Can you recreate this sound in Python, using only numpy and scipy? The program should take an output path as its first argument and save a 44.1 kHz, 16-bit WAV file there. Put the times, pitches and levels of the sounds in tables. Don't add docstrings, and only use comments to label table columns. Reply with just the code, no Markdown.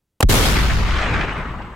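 import sys
import numpy as np
from scipy import signal
from scipy.fft import rfft, irfft
from scipy.io import wavfile
from scipy.ndimage import uniform_filter1d

SR = 44100
rng = np.random.default_rng(int(sys.argv[2]) if len(sys.argv) > 2 else 0)


def file_out(sig):
    cols = np.atleast_2d(sig).T
    lim = np.clip(cols, -1, 1)
    pcm = np.round(lim * 32767).astype(np.int16)
    wavfile.write(sys.argv[1], SR, pcm)


N = 77175
TIME = np.arange(N) / SR


def amp(db):
    return 10 ** (np.asarray(db) / 20)


def unit(x):
    return x / np.sqrt(np.mean(x ** 2) + 1e-20)


def at_hz(points, hz):
    freqs, values = np.transpose(points)
    return np.interp(np.log(hz + 1), np.log(freqs), values)


def envelope(points):
    return amp(np.interp(TIME, *np.transpose(points)))


def fade(t, t60):
    return np.exp(-np.log(1000) * np.maximum(t, 0) / t60)


def strike(start, t60, rise_s):
    return np.clip((TIME - start) / rise_s, 0, 1) * fade(TIME - start - rise_s, t60)


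def pan_left(db):
    return amp([[db / 2], [-db / 2]])


def noise(colour, likeness):
    hz = np.fft.rfftfreq(N, 1 / SR)
    mid, side = rfft(rng.standard_normal((2, N)))
    alike = np.clip(at_hz(likeness, hz), -1, 1)
    mid, side = mid * np.sqrt(1 + alike), side * np.sqrt(1 - alike)
    return unit(irfft(np.array([mid + side, mid - side]) * amp(at_hz(colour, hz)), N))


def steady(x, size):
    return x / np.sqrt(uniform_filter1d((x ** 2).mean(0), size))


def shaped(x, gain, patchy_db):
    hz, t, spectra = signal.stft(x, SR, nperseg=512)
    patches = uniform_filter1d(rng.standard_normal(spectra.shape[1:]), 3, axis=0)
    patches = unit(uniform_filter1d(patches, 8, axis=1))
    spectra = spectra * gain(hz[:, None], t) * unit(amp(patchy_db * patches))
    return signal.istft(spectra, SR, nperseg=512)[1][:, :N]


def flicker(depth_db, size):
    drift = uniform_filter1d(rng.standard_normal(N), size)
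    return amp(depth_db * unit(uniform_filter1d(drift, size)))


# freq_hz, correlation
NARROW = [(100, 1), (400, 1), (1400, 0.77), (3000, 0.58), (10000, 1)]
# freq_hz, relative_db
BREEZE_SPECTRUM = [(30, -6), (85, -1), (250, -10.5), (1000, -25), (4000, -29), (16000, -31)]

def breeze():
    return amp(-76.5) * noise(BREEZE_SPECTRUM, NARROW)[0]


# start_s, level_db
ACTION_SNAPS = [(0.2037, -18.5), (.206, -6), (0.2057, -6), (0.2112, -21.5)]
# freq_hz, relative_db
SNAP_SPECTRUM = [(40, -34), (200, -2), (650, 4.5), (1200, -4), (2100, -18), (2900, -8.5), (4100, -30),
                 (6500, -21), (11000, -14.5), (16000, -25)]
RING_SPECTRUM = [(60, -24), (350, -13), (750, 14), (1700, -12), (2900, -16), (4000, -2), (6500, -11),
                 (11000, -18), (16000, -21)]

def action():
    hits = sum(amp(db) * strike(start, t60=.013, rise_s=.0006) for start, db in ACTION_SNAPS)
    snaps = hits * steady(noise(SNAP_SPECTRUM, NARROW)[:1], size=130)
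    ring = amp(-28) * strike(ACTION_SNAPS[1][0], t60=.13, rise_s=.0006)
    return snaps + ring * steady(noise(RING_SPECTRUM, NARROW)[:1], size=200)


RECOVER_S, RECOVER_RISE_S = .2861, .012
# freq_hz, correlation
WIDE = [(40, 0.98), (200, 0.71), (700, .68), (1500, 0.05), (3000, 0.02), (12000, 0.03)]
# freq_hz, relative_db
CRACK_SPECTRUM = [(100, -15), (550, 4), (1500, -1), (3500, -8.5), (6000, -20), (9000, -17.5), (16000, -35)]

def blast():
    crack = amp(15) * strike(.227, t60=.017, rise_s=.00024)
    crack = crack * steady(noise(CRACK_SPECTRUM, WIDE), size=100)
    surge_s, first_hz, last_hz, sag_s = .2308, 141.3, 25.4, .01496
    lag_s = np.array([[.00058], [0]])
    age = np.maximum(TIME - surge_s - lag_s, 0)
    hz = last_hz + (first_hz - last_hz) * np.exp(-age / sag_s)
    phase = 2 * np.pi * np.cumsum(hz * (age > 0), axis=1) / SR
    level = amp(4) * fade(age, t60=.28) * fade(TIME - RECOVER_S, t60=.16)
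    return crack + level * np.sin(phase)


NEAR_LEFT_DB = 1.9
# freq_hz, relative_db
WASH_SPECTRUM = [(40, 0.5), (150, 4), (400, 2.5), (800, -4), (2000, -7.5), (4000, -9), (8000, -13.5),
                 (12000, -15), (16000, -20)]
# freq_hz, t60_s
WASH_DECAY = [(100, 2.63), (500, 1.21), (2000, 2.6), (4000, 2.05), (8000, 1.25), (14000, 1.04)]
# start_s, level_re_wash_db, t60_s
NEAR_REFLECTIONS = [(0.292, -10, 0.03), (0.336, -5, 0.087), (0.452, -7.5, 0.17)]

def field_wash():
    scatter = noise(WASH_SPECTRUM, WIDE)
    wash = shaped(scatter, lambda hz, t: fade(t - RECOVER_S, at_hz(WASH_DECAY, hz)), patchy_db=2)
    swells = sum(amp(db) * strike(start, t60, rise_s=.0037) for start, db, t60 in NEAR_REFLECTIONS)
    return amp(-10.5) * (1 + swells) * wash * flicker(depth_db=.5, size=160) * pan_left(NEAR_LEFT_DB)


FAR_FADE_S = 1.015
# freq_hz, relative_db
HISS_SPECTRUM = [(1000, 0.5), (4000, -7), (8500, -3), (9500, -18.5), (16000, -13.5)]

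def far_hiss():
    return amp(-56.5) * fade(TIME - FAR_FADE_S, t60=6.6) * noise(HISS_SPECTRUM, NARROW)


# time_s, level_db
BOOM_LEVELS = [(.29, -8), (.37, -15), (.5, -16), (.75, -15.5), (.96, -17.5), (1.04, -24.5), (1.18, -20),
               (1.32, -30), (1.52, -29.5), (1.75, -39.5)]
# start_s, level_db, t60_s
FAR_THUDS = [(.605, -23.5, .2), (1.105, -20.5, 0.21), (1.233, -23.5, .15), (1.373, -23, 0.18),
             (1.49, -30.5, 0.26)]
# freq_hz, relative_db
BOOM_SPECTRUM = [(10, -8.5), (25, -7), (45, 3.5), (80, -7), (130, -14), (220, -19), (500, -62), (2000, -78)]
THUD_SPECTRUM = [(20, -21), (70, -15), (150, 1.5), (250, -17.5), (600, -21.5), (3000, -65)]

def rumble():
    boom = envelope(BOOM_LEVELS) * steady(noise(BOOM_SPECTRUM, WIDE), size=2600)
    hits = sum(amp(db) * strike(start, t60, rise_s=.0046) for start, db, t60 in FAR_THUDS)
    thuds = hits * steady(noise(THUD_SPECTRUM, NARROW), size=1500)
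    return (boom + thuds) * pan_left(NEAR_LEFT_DB)


def air_loss(hz, t):
    db_per_s_khz, top_hz = 8.5, 4300
    khz = np.minimum(hz, top_hz) / 1000
    return amp(-db_per_s_khz * khz * np.maximum(t - FAR_FADE_S, 0))


# time_s, level_db
ECHO_LEVELS = [(.4, -46), (.56, -25.5), (.66, -26), (.685, -33.5), (.71, -27), (.82, -29), (.94, -22.5),
               (1.06, -23.5), (1.2, -20.5), (1.36, -23.5), (1.55, -29), (1.75, -31)]
# freq_hz, relative_db
ECHO_SPECTRUM = [(50, -8.5), (170, 1.5), (350, -1), (650, -4.5), (1100, 2), (2100, -1), (3200, -8.5),
                 (5000, -19.5), (8500, -29.5), (10000, -58), (16000, -70)]

def tree_line():
    roll = shaped(noise(ECHO_SPECTRUM, NARROW), air_loss, patchy_db=2.5)
    return roll * envelope(ECHO_LEVELS) * flicker(depth_db=1.5, size=220)


# start_s, level_db, t60_s, centre_hz
TREE_SLAPS = [(0.554, -23, 0.22, 2180), (.696, -18, .05, 1690), (0.704, -19.5, 0.045, 2040),
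              (0.906, -27, 0.064, 3400), (1.023, -19, 0.045, 1580), (1.058, -23, 0.12, 1840),
              (1.209, -19.5, .06, 2500), (1.4, -25.5, 0.05, 1210), (1.537, -32, .09, 1090),
              (1.6, -27.5, 0.073, 1020), (1.618, -39, .07, 2660)]

def slaps():
    below_db_per_octave, above_db_per_octave = 9, 23.5
    returns = np.zeros((2, N))
    for start, db, t60, hz in TREE_SLAPS:
        colour = [(hz / 16, -4 * below_db_per_octave), (hz, 0), (hz * 16, -4 * above_db_per_octave)]
        returns += amp(db) * strike(start, t60, rise_s=.0022) * steady(noise(colour, NARROW), size=300)
    return returns


# start_s, level_db, rise_s, t60_s
GUN_PINGS = [(1.333, -47, .002, .06), (1.373, -50.5, .014, 0.1)]

def pings(pitch_hz=8100):
    level = sum(amp(db) * strike(start, t60, rise) for start, db, rise, t60 in GUN_PINGS)
    return level * np.sin(2 * np.pi * pitch_hz * TIME)


def scene():
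    shot = action() + blast()
    field = field_wash() + far_hiss() + rumble()
    trees = (tree_line() + slaps()) * pan_left(db=1.6)
    recovered = np.clip((TIME - RECOVER_S) / RECOVER_RISE_S, 0, 1)
    return shot + recovered * (field + trees) + pings() + breeze()


def record(dry):
    ceiling, cutoff_hz = .34, 15950
    clipped = dry / (1 + (dry / ceiling) ** 4) ** .25
    lowpass = signal.firwin(255, cutoff_hz, window=("kaiser", 9), fs=SR)
    return signal.oaconvolve(clipped, lowpass[None], "same")


dry = scene()
out = record(dry)
file_out(out)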